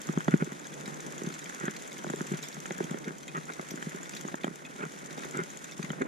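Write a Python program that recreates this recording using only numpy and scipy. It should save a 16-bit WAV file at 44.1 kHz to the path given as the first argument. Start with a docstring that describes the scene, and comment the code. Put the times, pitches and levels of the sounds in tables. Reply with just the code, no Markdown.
"""A bicycle freewheel ticks as the crank is turned backwards by hand, the bike on a stand.
The sprung pawl snaps over each ratchet tooth at the hand's uneven pace, and the chain snaps and
rustles over its sprockets. A flat wrench held on the pedal axle grinds and now and then clinks;
wrench and pedal knock on the crank. Underneath are bearing rumble, a faint whine and the air of
a small workshop, all heard close up."""
import sys
import numpy as np
from scipy import signal
from scipy.fft import rfft, irfft
from scipy.io import wavfile
from scipy.ndimage import uniform_filter1d

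SR = 44100
rng = np.random.default_rng(int(sys.argv[2]) if len(sys.argv) > 2 else 0)


def bounce(signal):
    """Save signal as a 16-bit WAV file at the path given by the first command-line argument."""
    frames = np.transpose(np.atleast_2d(signal))
    limited = np.clip(frames, -1, 1)
    pcm = np.round(limited * 32767).astype(np.int16)
    wavfile.write(sys.argv[1], SR, pcm)


N = 267687

USUAL_PACE = 15  # teeth per second
# The hand's tempo, as ratchet teeth passing the pawl: t/s, rate/Hz
HAND_PACE = [(0.0, 19.02), (0.53, 12.91), (0.86, 14.94), (1.39, 19.88), (1.73, 17.65), (1.97, 19.27),
             (2.04, 15.85), (2.35, 20.06), (2.42, 17.22), (2.81, 16.67), (3.08, 9.33), (3.91, 15.36),
             (4.03, 13.74), (4.1, 18.4), (4.5, 8.53), (4.82, 10.97), (4.89, 15.25), (5.06, 13.73),
             (5.21, 17.22), (5.59, 14.0), (5.85, 15.3), (6.07, 5.52)]
def pace():
    """Teeth per second at every sample."""
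    return envelope(HAND_PACE)

# Level ride of the ticks at the usual pace: t/s, level/dB
TICK_LEVEL = [(0, -38.5), (0.35, -40.5), (0.75, -41), (1.0, -38.5), (1.3, -39.5), (1.5, -38.5),
              (1.9, -40.5), (2.3, -38), (2.6, -38), (3.0, -40.5), (3.5, -40.5), (3.95, -40.5), (4.25, -36),
              (4.75, -43), (5.1, -43), (5.35, -38.5), (5.68, -38.5), (5.8, -42), (6.05, -39)]
# The pawl's bright ring: f/Hz, level/dB, t60/s
TICK_MODES = [(3400, -9, 0.0065), (6200, -17, 0.005), (6490, -3, 0.0087), (6900, -5, 0.012),
              (7180, -8.5, 0.018), (9940, -19.5, 0.013), (12200, -21, 0.008), (13300, -25, 0.009)]
def freewheel(db_per_doubling=3.5, uneven_db=1.2, rebound_db=-6.5, rebound_s=0.0029):
    """One crisp snap per ratchet tooth, harder at speed; the sprung pawl chatters as it settles."""
    out, speed = np.zeros((2, N)), pace()
    level_db = envelope(TICK_LEVEL) + db_per_doubling * np.log2(speed / USUAL_PACE)
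    teeth = np.floor(0.68 + np.cumsum(speed) / SR)  # starts part-way up a tooth
    for at in np.flatnonzero(np.diff(teeth)):
        db = level_db[at] + uneven_db * rng.standard_normal()
        modes = tilted(TICK_MODES, db_per_octave=2.5 * rng.uniform(-1, 1))
        snap = strike(modes, contact_s=0.00091, grit=1.6, detune=0.024, likeness=0.038)
        chatter = strike(modes, contact_s=0.00044, grit=4.0, detune=0.024, likeness=1.0)
        add(out, at / SR, gain_of(db) * snap)
        add(out, at / SR + rebound_s * rng.uniform(0.42, 1.5), gain_of(db + rebound_db) * chatter)
    return out

# A link snaps hard onto a tooth: t/s, relative level/dB
LINK_SNAPS = [(0.2803, -33), (0.6439, -38), (0.6539, -50), (0.8579, -29.5), (1.0014, -35), (1.2635, -32.5),
              (1.3014, -39), (1.3239, -35.5), (1.4172, -36), (1.4574, -31), (1.7634, -31.5), (1.918, -32),
              (2.079, -34), (2.1295, -35), (2.1854, -37), (2.3444, -33), (2.3894, -33), (2.5267, -32.5),
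              (2.6575, -35), (3.5209, -33), (3.7065, -29.5), (4.0552, -34.5), (4.0937, -36),
              (4.1345, -31.5), (4.1654, -27.5), (5.1274, -42), (5.1765, -34), (5.2106, -39), (5.2345, -32),
              (5.6425, -35), (5.7204, -31.5), (5.8277, -27.5)]
# The chain drags along a tooth: t/s, level/dB, decay/s, brightness/(dB per octave)
LINK_DRAGS = [(2.4306, -36.5, 0.0028, 5), (2.4351, -40, 0.02, 4.5), (2.4733, -44, 0.0043, -7),
              (3.709, -39, 0.005, 11), (4.150, -46.5, 0.017, 7), (5.847, -39, 0.0085, -21)]
# A link's dry, broad ring: f/Hz, level/dB, t60/s
CHAIN_MODES = [(2250, 11.5, 0.0049), (3600, 8, 0.007), (4840, 4.5, 0.0046), (5800, -4, 0.027),
               (6400, 0.5, 0.013), (8500, -37, 0.0028), (10600, -17, .003), (13400, -8, 0.0027)]
def chain_links(snap_trim_db=-9, light_db=-49, uneven_db=3.0):
    """Links snap onto teeth, lighter ones at random in between, and rasp where one drags."""
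    out = np.zeros((2, N))
    hard = [(s, db + snap_trim_db) for s, db in LINK_SNAPS]
    light = [(s, light_db + uneven_db * rng.standard_normal()) for s in chance_times(per_tooth=0.35)]
    for s, db in hard + light:
        snap = strike(CHAIN_MODES, contact_s=0.0061, grit=2.5, detune=0.067, likeness=0.79)
        add(out, s, gain_of(db) * snap)
    for s, db, decay_s, brightness in LINK_DRAGS:
        modes = tilted(CHAIN_MODES, brightness)
        rasp = strike(modes, contact_s=decay_s, grit=6.2, detune=0.054, likeness=0.15)
        add(out, s, gain_of(db) * rasp)
    return out

NEUTRAL_THUD_HZ = 250  # thud colour that leaves the crank's modes untilted
# The four voices of a knock, each: f/Hz, level/dB, t60/s
WRENCH_CLACK = [(1300, -17, 0.0086), (1380, 10, 0.025), (1530, 18, 0.0082), (1830, 5, 0.0097),
                (1950, -5.5, 0.03), (2660, -17, 0.013), (3160, 9, 0.0066)]
PEDAL_TOCK = [(650, -12, 0.019), (690, -11, 0.0099), (780, -4, 0.0088)]
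CRANK_THUD = [(265, -1.3, 0.015), (369, -0.7, 0.029)]
FRAME_BOOM = [(156.5, 8, 0.033), (194, -7, 0.012)]
def blow(thud_db, tock_db, clack_db, lag_s, colour_hz):
    """Wrench clacks, pedal tocks; once the play is taken up the crank thuds and the frame booms."""
    hardness = np.log2(colour_hz / NEUTRAL_THUD_HZ)
    crank_modes = tilted(CRANK_THUD, db_per_octave=41 * hardness)
    boom_db = thud_db + 1 - 19.5 * hardness  # low, soft thuds boom most
    wrench = strike(WRENCH_CLACK, contact_s=0.0013, grit=1.8, detune=0.065, likeness=0.8)
    pedal = strike(PEDAL_TOCK, contact_s=0.00058, grit=1.0, detune=0.13, likeness=0.31)
    crank = strike(crank_modes, contact_s=0.0017, grit=0.6, detune=0.042, likeness=0.79)
    frame = strike(FRAME_BOOM, contact_s=0.0017, grit=0.37, detune=0.008, likeness=0.48)
    out = gain_of(clack_db) * wrench + gain_of(tock_db + 3.5) * pedal
    add(out, lag_s, gain_of(thud_db + 2) * crank - gain_of(boom_db) * frame)  # the frame recoils
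    return out

# Knock cues, levels relative: t/s, thud/dB, tock/dB, clack/dB, thud lag/s, thud colour/Hz
KNOCK_CUES = [(0.0891, -26, -39, -30.5, 0.006, 220), (0.1375, -42, -39, -49, 0.0003, 266),
              (0.1749, -21.5, -48, -28, 0.0002, 216), (0.2055, -50.5, -57, -28.5, 0.0005, 241),
              (0.2814, -25, -24, -26.5, 0.00056, 228), (0.2835, -20, -26, -26, 0.00084, 195),
              (0.3396, -13.5, -30.5, -24.5, 0.00041, 233), (0.423, -24, -30, -28.5, 0.00083, 206),
              (0.475, -33.5, -52, -48.5, 0.0004, 306), (0.5203, -35.5, -48, -34, 0.0016, 227),
              (0.6539, -66, -61, -38, 0.0009, 263), (0.879, -32.5, -58, -38, 0.0002, 234),
              (1.2172, -27.5, -62, -37, 0.0027, 290), (1.2394, -32, -45.5, -48, 0.004, 240),
              (1.2719, -29.5, -44, -44, 0.0003, 208), (1.3014, -40.0, -45.5, -40, 0.0035, 339),
              (1.4972, -58, -66, -32, 0.003, 206), (1.6115, -41.5, -49, -32, 0.00025, 213),
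              (1.6378, -30, -39, -44, 0.0025, 236), (1.681, -27, -27.5, -26.5, 0.00027, 260),
              (2.0445, -34, -33, -34.0, 0.0031, 337), (2.0676, -32.5, -37, -38, 0.0052, 274),
              (2.0996, -28.5, -37, -30, 0.0029, 260), (2.136, -28.5, -31.5, -33.0, 0.0032, 268),
              (2.1728, -42, -54, -53.0, 0.0003, 239), (2.2078, -27, -41.5, -28.5, 0.0042, 228),
              (2.318, -25, -38, -41, 0.0003, 225), (2.3376, -29.5, -43, -35, 0.002, 202),
              (2.568, -36.5, -45, -38, 0.0095, 218), (2.657, -48, -60, -30, 0.0003, 265),
              (2.6908, -59, -57, -54, 0.0003, 196), (2.708, -30.5, -33, -28, 0.0051, 240),
              (2.7866, -41, -48, -34, 0.00026, 249), (2.804, -23, -32, -31, 0.0043, 297),
              (2.8443, -33.5, -42.0, -43, 0.00026, 231), (2.9124, -28, -43, -37, 0.00048, 230),
              (2.9437, -27, -48, -35, 0.0018, 293), (3.075, -32, -47, -51, 0.0004, 248),
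              (3.107, -36, -62, -36.5, 0.0003, 258), (3.3506, -40, -61, -36, 0.00047, 219),
              (3.3627, -43, -55, -42, 0.00061, 195), (3.3754, -36, -42, -33, 0.00038, 253),
              (3.3824, -34, -58.0, -37, 0.00033, 217), (3.4997, -41, -36.5, -36, 0.0008, 271),
              (3.5952, -34, -36, -30, 0.0023, 278), (3.7122, -34, -45.5, -49, 0.0059, 290),
              (3.7408, -34, -42, -51, 0.00025, 283), (3.7752, -40, -57, -34, 0.0031, 287),
              (3.8261, -40, -51, -28, 0.00026, 272), (3.8689, -30.0, -49, -47, 0.0013, 217),
              (3.9472, -32, -48.5, -41, 0.00023, 268), (4.0344, -61, -61, -41, 0.0013, 245),
              (4.1394, -40, -53.5, -36.5, 0.00037, 254), (4.2509, -29.5, -42, -36, 0.00068, 334),
              (4.285, -55, -54, -30, 0.002, 264), (4.343, -34, -31.5, -30.5, 0.00056, 380),
              (4.4436, -25, -29, -25.5, 0.0015, 334), (4.4695, -37, -34, -39, 0.0075, 248),
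              (4.4791, -30, -47, -32, 0.002, 271), (4.5103, -38, -58.0, -59.0, 0.00075, 240),
              (4.8065, -48, -53, -33, 0.00061, 270), (4.8346, -32, -43.5, -47, 0.0015, 242),
              (4.8527, -39.5, -57.5, -35, 0.0088, 185), (5.181, -35.5, -37, -37, 0.0028, 312),
              (5.2358, -58, -57, -37, 0.0003, 261), (5.247, -35.5, -44, -36, 0.0068, 376),
              (5.3465, -32, -57, -33, 0.0027, 256), (5.3526, -42, -62, -34, 0.0003, 258),
              (5.3692, -33.0, -52, -51, 0.00075, 275), (5.3899, -27.5, -56, -27, 0.00093, 272),
              (5.4026, -59, -51, -33, 0.0003, 224), (5.4128, -39, -46, -52, 0.0028, 185),
              (5.645, -56, -68, -37, 0.0056, 226), (5.7928, -31, -42, -37, 0.0046, 224),
              (5.829, -53, -62.5, -33, 0.0085, 185), (5.8414, -36.5, -52, -42.0, 0.0003, 183),
              (5.903, -34, -37.5, -28.5, 0.0039, 195), (5.9333, -49, -39, -32.0, 0.0038, 223),
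              (6.015, -30.5, -39, -27.5, 0.00028, 384), (6.02, -29.0, -49, -23, 0.00025, 383)]
def knocks(uneven_db=2):
    """Wrench and pedal knock dryly on the crank; very light bumps fall at random in between."""
    out = np.zeros((2, N))
    for s, *voicing in KNOCK_CUES:
        add(out, s, blow(*voicing))
    for s in chance_times(per_tooth=0.3):
        gain = gain_of(uneven_db * rng.standard_normal())
        bump = blow(thud_db=-49, tock_db=-55, clack_db=-52, lag_s=0, colour_hz=NEUTRAL_THUD_HZ)
        add(out, s, gain * bump)
    return greased(out)

# Clink cues: t/s, relative level/dB
CLINK_CUES = [(0.69, -52), (0.7292, -42.5), (2.825, -43), (3.2814, -34), (4.436, -32), (4.6513, -36.5),
              (5.6942, -42)]
# The wrench ringing freely: f/Hz, level/dB, t60/s
WRENCH_RING = [(2020, 0, 0.02), (2210, -8, 0.027), (2470, -7.5, 0.03), (2490, 1, 0.059), (3330, 0, 0.02),
               (3430, -8.5, 0.014)]
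def wrench_clinks(trim_db=-2.5):
    """The loose wrench chatters on the axle and rings."""
    out = np.zeros((2, N))
    for s, db in CLINK_CUES:
        ring = strike(WRENCH_RING, contact_s=0.011, grit=0.84, detune=0.025, likeness=0.97)
        add(out, s, gain_of(db + trim_db) * ring)
    return out

# The wrench grinds round on the axle, levels relative: centre t/s, rasp/dB, grind/dB, length/s
RUB_CUES = [(0.322, -41, -45, 0.063), (0.413, -39, -40, 0.041), (1.256, -55, -44, 0.099),
            (1.659, -40.5, -46, 0.14), (2.328, -46.5, -40, 0.084), (3.081, -43, -39.5, 0.074),
            (3.365, -35, -41.5, 0.061), (3.496, -42.5, -45, .06), (4.825, -40, -42.5, 0.11),
            (5.386, -40, -40.5, 0.17), (6.02, -44, -29.5, .05)]
# Midrange ring of rubbed or tapped metal: f/Hz, level/dB, t60/s
METAL_MODES = [(1000, -13, 0.0027), (1330, -12, 0.006), (1510, 4, 0.018), (1650, -3, 0.0072),
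               (2010, -3.5, 0.014)]
def wrench_rubs(rasp_trim_db=3.0, grind_trim_db=-1, slips_per_s=180, hiss=0.042):
    """Friction swells and fades in a run of tiny slips: the wrench rasps, the crank grinds below."""
    out = np.zeros((2, N))
    for s, rasp_db, grind_db, length_s in RUB_CUES:
        size = round(length_s * SR)
        slips = rng.uniform(0.5, 1, size) * (rng.random(size) < slips_per_s / SR)
        for modes, db in (METAL_MODES, rasp_db + rasp_trim_db), (CRANK_THUD, grind_db + grind_trim_db):
            body = strike(modes, contact_s=0.0013, grit=0.32, detune=0.085, likeness=0.6)
            force = slips + hiss * pair(rng.standard_normal((2, size)), likeness=0.77)
            friction = signal.fftconvolve(force, body, axes=1)[:, :size]
            add(out, s - length_s / 2, gain_of(db) * unit_rms(friction) * np.hanning(size))
    return out

# Level rides of bearings and axle, both relative: t/s, rumble/dB, rub/dB
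DRIVE_LEVELS = [(0.0, -46, -51), (0.32, -45.5, -51.5), (0.59, -46.5, -53.5), (1.08, -43.5, -51.5),
                (1.39, -48, -49.5), (1.91, -46, -53), (2.2, -45, -50.5), (2.55, -48, -53.5),
                (2.94, -43, -50.5), (3.14, -48, -58), (3.89, -47, -50), (4.33, -46.5, -53),
                (4.53, -50, -56.5), (5.22, -45.5, -52), (5.73, -49.5, -55), (6.07, -41.5, -53)]
def chain_rattle(trim_db=3, uneven_db=3.5):
    """Slack links tap lightly on the chainring, harder where the axle rubs more."""
    out, rub_db = np.zeros((2, N)), envelope(DRIVE_LEVELS, column=2)
    for s in chance_times(per_tooth=1.1):
        db = rub_db[round(s * SR)] + trim_db + uneven_db * rng.uniform(-1, 1)
        tap = strike(METAL_MODES, contact_s=0.00055, grit=1.5, detune=0.15, likeness=0.55)
        add(out, s, gain_of(db) * tap)
    return out

def drivetrain(rumble_trim_db=0.5, rub_trim_db=3.0, usual_rustle_db=-52.5, db_per_doubling=5):
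    """Bearings rumble, the axle rubs in the wrench, and the chain rustles louder as it runs faster."""
    rumble_db = envelope(DRIVE_LEVELS, column=1) + rumble_trim_db
    rub_db = envelope(DRIVE_LEVELS, column=2) + rub_trim_db
    rustle_db = usual_rustle_db + db_per_doubling * np.log2(pace() / USUAL_PACE)
    bearings = rolling(rumble_db, lo_hz=121, hi_hz=900, grains_per_s=220, spread_db=-1.0, hiss=0.69)
    axle = rolling(rub_db, lo_hz=890, hi_hz=2890, grains_per_s=130, spread_db=15, hiss=0.73)
    chain = rolling(rustle_db, lo_hz=3230, hi_hz=16600, grains_per_s=490, spread_db=0.5, hiss=0.098)
    return bearings + axle + chain

# Tone curve of the drivetrain bed: f/Hz, relative level/dB
BED_EQ = [(59, -49), (100, -37), (143, 6), (172, 0), (359, -3.5), (748, -8), (1110, -5), (1490, -1.5),
          (1800, -4.5), (2100, -6.5), (2520, -12.5), (2920, -18), (3530, -19), (4350, -26), (5260, -24),
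          (6620, -18), (7350, -21.5), (8170, -26), (10300, -28), (11200, -35), (13500, -33.5), (15000, -55)]
# How alike the bed is left and right: f/Hz, likeness/(0-1)
BED_LIKENESS = [(100, 0.1), (400, 0.45), (700, 0.66), (1200, 0.77), (2000, 0.38), (4000, 0.71), (6500, 0),
                (10000, 0)]
def rolling(level_db, lo_hz, hi_hz, grains_per_s, spread_db, hiss, grain_s=0.0032):
    """Many tiny contacts of uneven size over a smooth hiss, in one band of the drivetrain's tone."""
    hz = np.fft.rfftfreq(N, 1 / SR)
    sizes = gain_of(np.minimum(spread_db * rng.exponential(1, N), 10))
    grains = sizes * (rng.random(N) < grains_per_s / SR)
    power = signal.lfilter([1], [1, -np.exp(-1 / (grain_s * SR))], grains ** 2)
    contacts = rng.standard_normal((2, N)) * np.sqrt(power / power.mean() + hiss)
    spectrum = pair(rfft(contacts), curve(BED_LIKENESS, hz))
    band = 1 / np.sqrt((1 + (lo_hz / (hz + 1)) ** 8) * (1 + (hz / hi_hz) ** 8))
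    bed = irfft(spectrum * band * gain_of(curve(BED_EQ, hz)), N)
    return gain_of(level_db) * unit_rms(bed)

def whine(centre_hz=8931, width_hz=85, level_db=-72.5):
    """A faint, fuzzy, steady whine: a narrow band of noise."""
    hz = np.fft.rfftfreq(N, 1 / SR)
    spectrum = rfft(rng.standard_normal((2, N))) / (1 + ((hz - centre_hz) / width_hz) ** 2)
    return gain_of(level_db) * unit_rms(irfft(spectrum, N))

def room_tone(level_db=-51, top_hz=105):
    """The deep, still air of the workshop."""
    hz = np.fft.rfftfreq(N, 1 / SR)
    air = rfft(pair(rng.standard_normal((2, N)), likeness=1.0)) / (1 + (hz / top_hz) ** 10)
    return gain_of(level_db) * unit_rms(irfft(air, N))

# The workshop's tight decay: f/Hz, t60/s
ROOM_DECAY = [(150, 0.091), (1000, 0.042), (6000, 0.085), (14000, 0.0099)]
def workshop(x, reflections_per_s=3000, predelay_s=0.003, size=16384):
    """Sparse reflections from nearby things, each band dying at its own speed."""
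    taps = rng.standard_normal((2, size)) * (rng.random((2, size)) < reflections_per_s / SR)
    taps *= np.arange(size) > predelay_s * SR
    hz, t, bands = signal.stft(taps, SR, nperseg=256)
    decay = gain_of(-60 * t / curve(ROOM_DECAY, hz)[:, None])
    _, tail = signal.istft(bands * decay, SR, nperseg=256)
    return signal.fftconvolve(x, tail / np.linalg.norm(tail[0]), axes=1)[:, :N]

def strike(modes, contact_s, grit, detune, likeness, size=4096):
    """A blow with a short gritty contact rings a part; no two blows meet it at the same spot."""
    t = np.arange(size) / SR
    hz, db, t60 = np.transpose(modes)[:, :, None]
    hz = hz * np.exp(detune * rng.standard_normal(hz.shape))
    ring = (gain_of(db - 60 * t / t60) * np.sin(2 * np.pi * hz * t)).sum(0)
    scuff = pair(rng.standard_normal((2, size)), likeness) * np.exp(-t / contact_s)
    force = grit * unit_rms(scuff) / np.sqrt(size)
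    force[:, 0] += 1  # the clean attack
    sound = signal.fftconvolve(force, ring[None], axes=1)[:, :size]
    peak_power = uniform_filter1d((sound ** 2).mean(0), size=128).max()
    return sound / np.sqrt(peak_power)

def tilted(modes, db_per_octave):
    """A harder contact favours the high modes, a softer one the low."""
    return [(hz, db + db_per_octave * np.log2(hz / modes[0][0]), t60) for hz, db, t60 in modes]

def greased(x, top_hz=2900):
    """Greasy, hand-held contacts are too soft to excite the treble."""
    return signal.sosfilt(signal.butter(4, top_hz, fs=SR, output="sos"), x)

def chance_times(per_tooth):
    """Random moments in seconds, denser the faster the crank turns."""
    return np.flatnonzero(rng.random(N) < per_tooth * pace() / SR) / SR

def gain_of(db):
    """Decibels to a factor."""
    return 10 ** (np.asarray(db) / 20)

def unit_rms(x):
    """Scales to rms 1."""
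    return x / np.sqrt(np.mean(x ** 2) + 1e-20)

def envelope(points, column=1):
    """Reads one column of a timed table at every sample."""
    columns = np.transpose(points)
    return np.interp(np.arange(N) / SR, columns[0], columns[column])

def curve(points, hz):
    """Reads a table on a log-frequency axis."""
    f, value = np.transpose(points)
    return np.interp(np.log(hz + 1), np.log(f + 1), value)

def add(mix, s, sound):
    """Mixes a stereo sound in at time s."""
    part = mix[:, max(round(s * SR), 0):][:, :sound.shape[1]]
    part += sound[:, :part.shape[1]]

def pair(x, likeness):
    """Makes two unrelated channels partly alike."""
    return np.array([x[0], likeness * x[0] + np.sqrt(1 - likeness ** 2) * x[1]])

# Phase between the two microphone ports: f/Hz, left lead/rad
STEREO_PHASE = [(150, 0), (350, -.5), (600, -2.4), (1200, -3.2), (1700, -3.9), (2000, -5.3), (2600, -6.28)]
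# Their balance: f/Hz, left minus right/dB
STEREO_BALANCE = [(150, -0.5), (330, -3.5), (600, 1), (1200, 1), (2200, -0.5), (4500, 0), (6500, 3),
                  (8500, -3.5), (12000, -0.5)]
def stereo_image(x):
    """Two microphone ports hear each frequency with its own phase and balance."""
    left, right = rfft(x, 2 * N)
    hz = np.fft.rfftfreq(2 * N, 1 / SR)
    lead = np.exp(1j * curve(STEREO_PHASE, hz))
    lean = gain_of(curve(STEREO_BALANCE, hz) / 2)
    return irfft(np.array([left * lean, right / lead / lean]))[:, :N]

def scene(tick_send_db=-13, blow_send_db=-16):
    """Bright ticks and dull blows, with a touch of room, over the drivetrain bed."""
    ticks = freewheel() + chain_links() + wrench_clinks()
    blows = knocks() + greased(wrench_rubs() + chain_rattle())
    reflections = workshop(gain_of(tick_send_db) * ticks + gain_of(blow_send_db) * blows)
    return stereo_image(ticks + blows + reflections + drivetrain() + whine() + room_tone())

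def record(dry, bass_cut_hz=133, leak_db=-27, top_hz=15000):
    """A steep bass cut that lets a little low end through, then a treble limit."""
    hz = np.fft.rfftfreq(2 * N, 1 / SR)
    highpass = 1 / (1 + (bass_cut_hz / (hz + 1)) ** 28)
    shelf = highpass + gain_of(leak_db) * (1 - highpass)
    thinned = irfft(rfft(dry, 2 * N) * shelf)[:, :N]
    lowpass = signal.firwin(127, top_hz, window=("kaiser", 9), fs=SR)
    return signal.oaconvolve(thinned, lowpass[None], "same")

dry = scene()
out = record(dry)
bounce(out)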